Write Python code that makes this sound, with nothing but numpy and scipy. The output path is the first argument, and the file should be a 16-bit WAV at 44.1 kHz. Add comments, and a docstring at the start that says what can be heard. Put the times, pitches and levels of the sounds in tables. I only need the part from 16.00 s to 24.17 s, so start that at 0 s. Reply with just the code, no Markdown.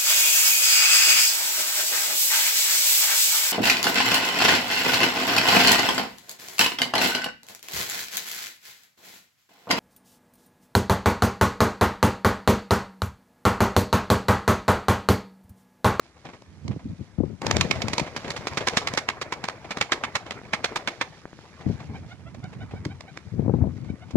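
"""A pigeon takes off close by, flies nearer and farther and brakes to land, its wings clapping: bursts of noise.
Air swishes and whooshes through the feathers as shaped noise; the braking feathers whistle as rough, bent tones.
The place is a quiet dirt yard: the ground returns smeared echoes of the claps, the walls a short diffuse tail.
A few dry taps and faint treble ticks are heard. Gusts thump on the microphone, mostly on its left port:
rumble and pressure pushes."""
import sys
import numpy as np
from scipy import signal
from scipy.fft import rfft, irfft, next_fast_len
from scipy.io import wavfile
from scipy.ndimage import uniform_filter1d, map_coordinates

SR = 44100
rng = np.random.default_rng(int(sys.argv[2]) if len(sys.argv) > 2 else 0)


def transcribe(signal):
    """Save signal, clipped to [-1, 1], as a 16-bit WAV file at the path in sys.argv[1]."""
    frames = np.atleast_2d(signal).T
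    limited = np.clip(frames, -1, 1)
    pcm = np.round(limited * 32767).astype(np.int16)
    wavfile.write(sys.argv[1], SR, pcm)


N = 360127

# quiet yard, spectrum: (frequency [Hz], density [dB])
YARD_COLOUR = [(30, -25), (60, 8.5), (330, 1.5), (700, -13.5), (1200, -9.5), (2300, -13), (4000, -39),
               (5500, -19), (10000, -27.5), (16000, -55)]
# diffuse tail of the walls: (frequency [Hz], time to fall 60 dB [s])
WALL_DECAY = [(200, 0.08), (1500, 0.19), (5000, 0.21), (12000, 0.2)]

# microphone ports, colour: (frequency [Hz], left minus right [dB])
PORT_BALANCE = [(100, 4.5), (600, 4), (1200, 1.5), (2300, -9.5), (3800, -3.5), (5200, -6), (7000, -6.5),
                (9000, -2), (12000, -4.5)]
# likeness of the two ports for sounds of the yard: (frequency [Hz], likeness [0 to 1])
PORT_LIKENESS = [(100, 0.99), (700, 1), (2000, 0.59), (5000, 0.26), (12000, 0.14)]
TOP_HZ = 16000  # band limit of the recorder

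# light breeze between gusts: (time [s], buffet level [dB])
BREEZE = [(0, -89), (.4, -58), (.65, -45.5), (1.1, -51.5), (1.6, -45), (2.1, -51), (2.7, -42.5), (3.2, -51),
          (4.4, -51), (5.5, -56), (5.75, -40), (6.1, -45.5), (6.8, -39), (7.1, -52.5), (7.6, -40),
          (8.1, -47.5)]
# gusts: (start [s], length [s], level before the gust gain [dB], sharpness setting of their eddies [dB])
GUSTS = [(0.25, .04, -47.5, -18), (0.65, 0.12, -31, -17), (0.85, 0.085, -34, -48),
         (0.995, 0.022, -33.5, -42), (1.185, 0.065, -29, -18), (1.25, .085, -32.5, -25),
         (1.425, 0.25, -28, -18), (1.68, 0.26, -32.5, -11), (2.25, 0.062, -36, -11),
         (5.66, 0.053, -26, -35), (5.88, 0.116, -37.5, -28), (6.72, 0.2, -42.5, -28),
         (7.32, 0.071, -32, -28), (7.385, .3, -24, -16.5), (7.7, 0.24, -35.5, -45),
         (8.14, 0.013, -25.5, -21)]
# hardest eddies at the microphone: (time [s], peak before the eddy gain [dB], sharpness setting of the front [dB])
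HARD_EDDIES = [(0.714, -18, -20), (0.856, -16, -56), (1.186, -10, -39), (1.205, -6.5, -21),
               (1.238, -10, -15), (1.57, -12.5, -11), (1.653, -14.5, -20), (1.842, -13, -33),
               (2.015, -11.5, -50), (5.665, -13.5, -42), (5.698, -14, -39), (6.739, -15.5, -10),
               (6.861, -14, -24), (7.396, -9, -24), (7.482, -7.5, -11), (7.497, -8.5, -13),
               (7.54, -4.5, -13.5), (7.64, -12.5, -18), (7.902, -13, -26.5), (8.157, -1, -21)]
# side on which the wind strikes: (time [s], left minus right gain [dB])
WIND_SIDE = [(0, 16), (.6, -11), (1.2, 16.5), (1.7, 8.5), (2.6, 1.5), (5.3, 4.5), (5.7, 11), (6.2, -10),
             (6.8, 0.5), (7.4, 11.5), (8.1, 9.5)]
# wind rumble, spectrum: (frequency [Hz], density [dB])
BUFFET_COLOUR = [(25, -61), (45, -23), (80, 1), (150, -2), (250, -9.5), (400, -24.5), (800, -37.5),
                 (2000, -56), (6000, -100)]
GUST_ATTACK_S, GUST_RELEASE_S = 0.0082, 0.01  # rise and decay constant of a gust
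# lesser eddies: number per second, peak over the gust's listed level, random scatter
EDDY_RATE, EDDY_OVER_DB, EDDY_SPREAD_DB = 70, 5, 4

# small dry taps: (time [s], peak [dB])
TAPS = [(4.416, -26.5), (5.255, -20), (5.331, -28), (5.39, -29)]
# tap, spectrum: (frequency [Hz], level [dB])
TAP_COLOUR = [(60, 2), (300, 4.5), (900, -3.5), (1800, -6.5), (2800, -29), (8000, -52)]

# air through the wings, nearer and farther: (time [s], wing swish before gain [dB], feather rustle before gain [dB])
AIR = [(1.47, -35.5, -52), (1.6, -39.5, -48), (2.2, -45, -53.5), (2.79, -41, -47.5), (3.17, -45.5, -65.5),
       (3.61, -48, -59.5), (3.94, -44.5, -58), (4.47, -49, -58.5), (4.73, -44, -58), (5.29, -58, -59),
       (5.82, -48.5, -60), (6.29, -61, -66.5), (6.71, -52.5, -64.5), (7.12, -59, -64.5), (7.3, -57.5, -65)]
# wing swish, spectrum: (frequency [Hz], density [dB])
SWISH_COLOUR = [(80, -3), (200, -1), (450, 3.5), (900, 0.5), (1500, -5), (2300, -4), (3200, -28),
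                (6000, -30.5), (12000, -44)]
# feather rustle, spectrum: (frequency [Hz], density [dB])
RUSTLE_COLOUR = [(1200, -3), (2500, 1), (4800, 0), (7000, -6.5), (8500, -20.5), (11000, -20),
                 (12500, -38.5), (16000, -36)]
SWISH_GAIN_DB, RUSTLE_GAIN_DB = -.5, 2
REST_SWISH_DB, REST_RUSTLE_DB = -62.5, -64.5  # birds stirring on the ground
SWISH_LUMPS_DB = 2.2  # chance swelling of the swish
DOWNSTROKE_LAG_S, STROKE_WIDTH_S = .052, .03  # clap to fastest downstroke, half length of its swell
# level over the listed wing swish, usual pitch, random scatter of the pitch in octaves
WHOOSH_DB, WHOOSH_HZ, WHOOSH_SPREAD_OCT = -7, 725, 0.44
FULL_STROKE_DB = -30  # claps listed above this open a full downstroke

# feather whistles, one per braking stroke: (time at the middle [s], level [dB], pitch setting [Hz])
WHISTLES = [(5.96, -42.5, 775), (6.12, -44, 727), (6.275, -47, 676), (6.45, -42, 743), (6.62, -43.5, 745),
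            (6.77, -48, 757), (6.915, -45.5, 773), (7.09, -46, 776), (7.9, -48.5, 760), (8.03, -47.5, 734)]
# soft wing brushes and scuffles: (time [s], relative level [dB])
BRUSHES = [(0.252, -32.5), (0.288, -36), (0.333, -37.5), (0.712, -36.5), (0.794, -43), (1.754, -28),
           (2.065, -29), (2.245, -28), (2.278, -27.5), (2.606, -22.5), (2.733, -27), (3.644, -33.5),
           (4.263, -32), (5.609, -38), (5.8, -35.5), (6.344, -42), (6.529, -38.5), (6.712, -39.5),
           (7.845, -44.5)]
BRUSH_HISS_DB = -11.5  # a brush is duller than a clap

# wing claps, and a few faint treble ticks of the same burst shape (at 0.42, 6.345 and 6.44 s):
# (time [s], relative level [dB], contact time before widening [s])
CLAPS = [(0.42, -57, 0.0018), (0.6796, -44.5, 0.0026), (1.4174, -37.5, 0.0022), (1.4663, -27.5, 0.0016),
         (1.5108, -19, 0.0027), (1.5675, -25.5, 0.00086), (1.6094, -18.5, 0.0042), (1.7106, -20.5, 0.0039),
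         (1.818, -28, 0.0049), (1.8828, -30.5, 0.0025), (1.9326, -26.5, 0.0045), (1.9806, -24, 0.0045),
         (1.995, -28, .0053), (2.1624, -30, 0.0061), (2.3038, -31, 0.0038), (2.3636, -33.5, 0.0073),
         (2.4701, -29, 0.0044), (2.534, -42.5, 0.0019), (2.572, -25, 0.0064), (2.6704, -22.5, 0.0054),
         (2.684, -26, 0.002), (2.7694, -18, 0.006), (2.872, -23.5, 0.0038), (2.937, -33.5, 0.0017),
         (2.974, -21.5, 0.0071), (3.0866, -21, 0.0036), (3.2134, -29, 0.0075), (3.3234, -28, .0041),
         (3.4395, -30, 0.0045), (3.485, -28.5, 0.0019), (3.7066, -29, 0.011), (3.771, -31.5, 0.003),
         (3.8114, -19, 0.0042), (3.9195, -18.5, 0.0077), (4.0365, -25, 0.008), (4.1527, -22.5, 0.0069),
         (4.3078, -31, 0.0037), (4.5333, -20.5, 0.0044), (4.6429, -22.5, .0049), (4.7583, -25.5, 0.0063),
         (4.874, -23.5, 0.0081), (5.0113, -23, 0.0057), (6.345, -51, 0.0042), (6.44, -52, 0.0033),
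         (6.851, -36.5, 0.0036), (7.007, -43, 0.0027), (7.174, -38, 0.00072), (8.107, -48, 0.0069)]
# clap before its thud and hiss are weighted, spectrum: (frequency [Hz], density [dB])
CLAP_COLOUR = [(60, -4), (180, 4.5), (600, 4), (1100, 4.5), (1500, 0.5), (2250, 3.5), (2900, -3.5),
               (4800, 1.5), (7000, -4), (9000, -16.5), (12000, -25.5), (16000, -45)]
# colour of the early, near-ground claps, a dip at 1.5 kHz and a peak at 2.25 kHz: (frequency [Hz], gain [dB])
NEAR_GROUND_COLOUR = [(1100, 1), (1500, -8.5), (2250, 2.5), (2900, 1)]
LEAD_IN = .012  # seconds of wing-tip touch ahead of the clap
# a clap's colour follows its strength: a hard one is mostly crack, a soft one mostly air thud and feather hiss
USUAL_CLAP_DB = -26
THUD_DB, THUD_FALL = -3.5, 0.48  # thud of a usual clap, and its fall per dB of strength
HISS_DB, HISS_FALL = -5.5, 0.14  # the same for the hiss
TURNED_HISS_DB = -2.5  # change of the hiss once the bird has turned towards the listener
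LOW_ECHO_DB, HIGH_ECHO_DB, ECHO_FALL = -19, -8, 0.15  # ground echo, bird low and aloft; fall per dB of strength
CLAP_SPREAD_DB = 1.2  # chance differences in colour from clap to clap

# flight [s]: take-off from the first stroke until clear of the ground, turn to the listener, sinking to land
TAKE_OFF_START, TAKE_OFF_END, TURN_START, LANDING_START = 1.42, 2.0, 3.05, 5.5


def amp(db):
    """Decibels to gain."""
    return 10 ** (np.asarray(db) / 20)


def unit(x):
    """Scale to rms 1."""
    return x / np.sqrt(np.mean(x ** 2) + 1e-20)


def along(points, hz):
    """Interpolate (Hz, value) points on a log frequency axis."""
    f, v = np.transpose(points)
    return np.interp(np.log(hz + 1), np.log(f + 1), v)


def curves(rows):
    """One value per sample for each column after the time."""
    s, *cols = np.transpose(rows)
    return [np.interp(np.arange(N) / SR, s, c) for c in cols]


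def wobble(rate, size=N):
    """A smooth random curve, rate knots a second."""
    knots = rng.standard_normal(int(size * rate / SR) + 4)
    return map_coordinates(knots, [np.arange(size) * rate / SR])


def add(track, s, sound):
    """Mix a sound into a track from time s on."""
    start = int(np.clip(round(s * SR), 0, N - 1))
    track[..., start:start + sound.shape[-1]] += sound[..., :N - start]


def filtered(x, response):
    """Filter x by a complex response of frequency."""
    m = next_fast_len(N + SR // 2)
    return irfft(rfft(x, m) * response(np.fft.rfftfreq(m, 1 / SR)), m)[..., :N]


def struck(x, colour_db):
    """Give a short burst a causal (minimum-phase) colour, so that nothing sounds before its attack."""
    size = x.shape[-1]
    cepstrum = irfft(np.log(amp(colour_db(np.fft.rfftfreq(size, 1 / SR))) + 1e-6), size)
    cepstrum[1:size // 2] *= 2
    cepstrum[size // 2 + 1:] = 0
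    return irfft(rfft(x) * np.exp(rfft(cepstrum)), size)


def likeness_angle(alike, hz):
    """Mid-side angle; the cosine of twice this angle is the left-right likeness."""
    return np.arccos(np.clip(along(alike, hz), -1, 1)) / 2


def rush(colour, alike, patchy_db=0):
    """Stereo noise of rms 1 with a given spectrum, left-right likeness and brief patches of random gain."""
    z = signal.stft(rng.standard_normal((2, N)), nperseg=512)[2]
    field = uniform_filter1d(rng.standard_normal(z.shape[1:]), size=3, axis=0)
    field = uniform_filter1d(field, size=5, axis=1)
    pair = signal.istft(z * amp(patchy_db * unit(field)), nperseg=512)[1][:, :N]

    def response(hz):
        turn = likeness_angle(alike, hz)
        return amp(along(colour, hz)) * [np.cos(turn), np.sin(turn)]
    mid, side = filtered(pair, response)
    return unit(np.array([mid + side, mid - side]))


def quiet_yard():
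    """The steady hush of the place: coloured noise, less alike on the two ports in the treble."""
    return amp(-56.5) * rush(YARD_COLOUR, PORT_LIKENESS)


def walls(x):
    """Diffuse answer of sheds and walls after 12.5 ms: noise whose decay follows the wall table."""
    hz, t, z = signal.stft(rng.standard_normal((2, SR // 2)), SR, nperseg=256)
    decay_s = np.maximum(along(WALL_DECAY, hz), .02)[:, None]
    tail = signal.istft(z * amp(-60 * t / decay_s), SR, nperseg=256)[1]
    delayed = np.pad(x, ((0, 0), (SR // 80, 0)))
    return signal.fftconvolve(delayed, tail / np.linalg.norm(tail[0]), axes=1)[:, :N]


def gusts():
    """Buffet level over time in dB: each gust rises fast, holds and dies away."""
    t, power = np.arange(N) / SR, np.zeros(N)
    for s, length, db, _ in GUSTS:
        rise = np.clip((t - s) / GUST_ATTACK_S + 1, 0, 1)
        decay = np.exp(-np.maximum(t - s - length, 0) / GUST_RELEASE_S)
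        power = np.maximum(power, (amp(db) * rise * decay) ** 2)
    return 10 * np.log10(power + 1e-20)


def lesser_eddies(count=64):
    """Every gust breaks up into small eddies at uneven times: rows like those of the hardest eddies."""
    rows = []
    for s, length, db, edge_db in GUSTS:
        delays = (np.arange(count) + rng.random(count)) / EDDY_RATE
        levels = db + EDDY_OVER_DB + EDDY_SPREAD_DB * rng.standard_normal(count)
        rows += [(s + delay, level, edge_db) for delay, level in zip(delays, levels) if delay < length]
    return rows


def eddies(wake=0.065, wake_time=0.0079, edge_hz=760, size=4096):
    """Each eddy is an abrupt pressure push with a short ragged wake; a steeper front reaches higher."""
    out, t = np.zeros(N), np.arange(size) / SR
    body = [(20, -42), (50, -7.5), (90, 2.0), (200, 4.5), (500, -0.5)]  # (Hz, dB)
    for s, db, edge_db in list(HARD_EDDIES) + lesser_eddies():
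        hit = signal.unit_impulse(size) + wake * rng.standard_normal(size) * np.exp(-t / wake_time)
        slope_db = min(edge_db - 1.0, -11)
        push = struck(hit, lambda hz: along(body, hz) + slope_db * (hz / edge_hz) ** 1.58)
        add(out, s - .002, amp(db) * push / np.abs(push).max())
    return out


def wind(lumps_db=4.0, gust_gain_db=-2, eddy_gain_db=-5.0):
    """Turbulence on the ports comes in lumps; of each push the sheltered right port hears the slower swings."""
    breeze_db, = curves(BREEZE)
    side_db, = curves(WIND_SIDE)
    flow = np.hypot(amp(breeze_db), amp(gusts() + gust_gain_db))
    buffet = rush(BUFFET_COLOUR, [(60, 0.94), (400, 0.16)])  # (Hz, likeness)
    rumble = flow * amp(lumps_db * wobble(50)) * buffet
    pushes = amp(eddy_gain_db) * eddies()
    sheltered = filtered(pushes, lambda hz: 1 / (1 + 1j * hz / 500))
    gains = amp(np.array([side_db, -side_db]) / 2)
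    return (rumble + np.array([pushes, sheltered])) * gains / gains.mean(axis=0)


def taps(size=1024):
    """Small dry knocks without any ring: coloured impulses."""
    out = np.zeros(N)
    tap = struck(signal.unit_impulse(size), lambda hz: along(TAP_COLOUR, hz))
    for s, db in TAPS:
        add(out, s, amp(db) * tap / np.abs(tap).max())
    return out


def swish(swish_stroke_db=3.5, rustle_stroke_db=1.0):
    """Air pours through the feathers, strongest in the downstroke that follows a clap or carries a whistle."""
    swish_db, rustle_db = curves(AIR)
    t = np.arange(N) / SR
    # folded wings move little air
    swish_db = np.where(t < TAKE_OFF_START, REST_SWISH_DB, swish_db + SWISH_GAIN_DB)
    rustle_db = np.where(t < TAKE_OFF_START, REST_RUSTLE_DB, rustle_db + RUSTLE_GAIN_DB)
    after_claps = [row[0] + DOWNSTROKE_LAG_S for row in CLAPS if row[0] < LANDING_START]
    strokes = np.sort(after_claps + [row[0] for row in WHISTLES])
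    nearest = np.searchsorted((strokes[1:] + strokes[:-1]) / 2, t)
    stroke = np.exp(-((t - strokes[nearest]) / STROKE_WIDTH_S) ** 2)
    swish_db = swish_db + swish_stroke_db * stroke + SWISH_LUMPS_DB * wobble(45) + 2.8 * wobble(300)
    rustle_db = rustle_db + rustle_stroke_db * stroke + 2.0 * wobble(20) + 2.3 * wobble(600)
    wing_air = amp(swish_db) * rush(SWISH_COLOUR, PORT_LIKENESS, patchy_db=3.0)
    return wing_air + amp(rustle_db) * rush(RUSTLE_COLOUR, PORT_LIKENESS, patchy_db=1.5)


def whooshes(half_length=0.01703, fall=0.0895, size=4096):
    """Each full downstroke sheds vortices from the wing edge: a skirted noise band that sinks as it slows."""
    out = np.zeros(N)
    u = (np.arange(size) - size / 2) / SR / half_length
    swish_db, _ = curves(AIR)
    for (s, db, _), chance in zip(CLAPS, rng.standard_normal(len(CLAPS))):
        if db <= FULL_STROKE_DB:
            continue
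        pitch = WHOOSH_HZ * 2 ** (WHOOSH_SPREAD_OCT * chance) * np.exp(-fall * u)
        phase = 2 * np.pi * np.cumsum(pitch) / SR
        core = wobble(179, size) + 1j * wobble(182, size)
        skirt = 0.2 * (wobble(1017, size) + 1j * wobble(993, size))
        whoosh = unit(np.exp(-u ** 2) * np.real((core + skirt) * np.exp(1j * phase)))
        level_db = swish_db[round(s * SR)] + WHOOSH_DB
        add(out, s + DOWNSTROKE_LAG_S - size / 2 / SR, amp(level_db) * whoosh)
    return out


def whistles(half_length=0.0163, sag=0.0715, rise=0.0315, size=4096):
    """A fluttering wing-tip feather: a rough, airy tone that rises and bends with the speed of the stroke."""
    out = np.zeros(N)
    u = (np.arange(size) - size / 2) / SR / half_length
    for s, db, hz in WHISTLES:
        bend = sag * (1 - np.exp(-u ** 2 / 2))
        pitch = hz * (1 - bend + rise * rng.uniform(0.55, 1.57) * np.tanh(u))
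        phase = 2 * np.pi * np.cumsum(pitch) / SR
        tone = 0
        for k, partial_db in enumerate([5.0, 0, 1, -7.5, -6], 1):
            flutter = 1 + .62 * (wobble(280, size) + 1j * wobble(280, size))
            tone = tone + amp(partial_db + rng.normal(0, 1.4)) * np.real(flutter * np.exp(1j * k * phase))
        add(out, s - size / 2 / SR, amp(db) * np.exp(-u ** 2) * unit(tone))
    return out


def feather_burst(length, thud_db, hiss_db, spiky_db, touch=0.14, touch_time=0.0044, size=4096):
    """Wing tips touch, then many quills slap within a short time; stereo, unit energy in the crack band."""
    t = np.arange(size) / SR - LEAD_IN
    after, length = np.maximum(t, 0), max(length, 1 / 2000)
    decay = np.exp(-(after / length) ** 2) + 0.033 * np.exp(-after / length / 2)
    shape = (1 - np.exp(-after / 0.00047)) * decay + touch * np.exp(-np.abs(t) / touch_time)
    # each port sees the spread wing from its own angle, so the treble differs between them
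    turn = likeness_angle(PORT_LIKENESS, np.fft.rfftfreq(size, 1 / SR))
    mid, side = irfft(rfft(rng.standard_normal((2, size))) * [np.cos(turn), np.sin(turn)], size)
    slaps = shape * np.array([mid + side, mid - side]) * amp(spiky_db * wobble(2492, size))
    tilt = [(600, thud_db), (1300, 0), (3200, 0), (4800, hiss_db)]  # (Hz, dB)
    burst = struck(slaps, lambda hz: along(CLAP_COLOUR, hz) + along(tilt, hz))
    crack = signal.sosfilt(signal.butter(2, [1200, 3500], "band", fs=SR, output="sos"), burst)
    return burst / np.linalg.norm(crack)


def brushes(gain_db=21):
    """Wings graze each other or the dirt without a full clap: longer, duller feather bursts."""
    out = np.zeros((2, N))
    for s, db in BRUSHES:
        graze = feather_burst(0.024, 6.0, BRUSH_HISS_DB, spiky_db=4, touch=0.58, touch_time=0.0056)
        add(out, s - LEAD_IN, amp(db + gain_db) * graze)
    return out


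def claps(gain_db=30, echo_delay=.0105):
    """The wings meet above the back and the rough ground returns a smeared copy; faint ticks share the shape."""
    out = np.zeros((2, N))
    chances = CLAP_SPREAD_DB * rng.standard_normal((len(CLAPS), 2))
    for (s, db, contact), (thud_chance, hiss_chance) in zip(CLAPS, chances):
        force_db = db - USUAL_CLAP_DB
        thud_db = THUD_DB - THUD_FALL * force_db + thud_chance
        hiss_db = HISS_DB - HISS_FALL * force_db + TURNED_HISS_DB * (s > TURN_START) + hiss_chance
        aloft = TAKE_OFF_END < s < LANDING_START
        echo_db = (HIGH_ECHO_DB if aloft else LOW_ECHO_DB) - ECHO_FALL * force_db
        clap = feather_burst(1.62 * contact, thud_db, hiss_db, spiky_db=3.0)
        if s < TAKE_OFF_END:
            clap = struck(clap, lambda hz: along(NEAR_GROUND_COLOUR, hz))
        echo = feather_burst(0.0094, thud_db - 4.5, hiss_db + .5, spiky_db=1.5)
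        add(out, s - LEAD_IN, amp(db + gain_db) * clap)
        add(out, s - LEAD_IN + echo_delay, amp(db + gain_db + echo_db) * echo)
    return out


def ports(x, lead=.00009):
    """The microphone housing colours each port differently; sound reaches the left one slightly earlier."""
    sides = np.array([[1], [-1]])

    def response(hz):
        gains = amp(sides * along(PORT_BALANCE, hz) / 2)
        level = gains / np.sqrt(np.mean(gains ** 2, axis=0))
        return level * np.exp(1j * np.pi * sides * hz * lead)
    return filtered(x, response)


def scene():
    """The yard, taps and birds with their echoes through the ports, and the wind on the microphone."""
    wings = claps() + brushes() + whistles() + whooshes()
    birds = wings + amp(-16.5) * walls(wings) + swish()
    return ports(birds + taps() + quiet_yard()) + wind()


def record(dry, bass_hz=28):
    """The recorder drops the deepest bass and keeps nothing above its band limit; the end fades briefly."""
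    fade = np.minimum(1, np.arange(N)[::-1] / 128)
    return filtered(dry * fade, lambda hz: (hz < TOP_HZ) * (1j * hz / (bass_hz + 1j * hz)) ** 2)


dry = scene()
out = record(dry)
transcribe(out)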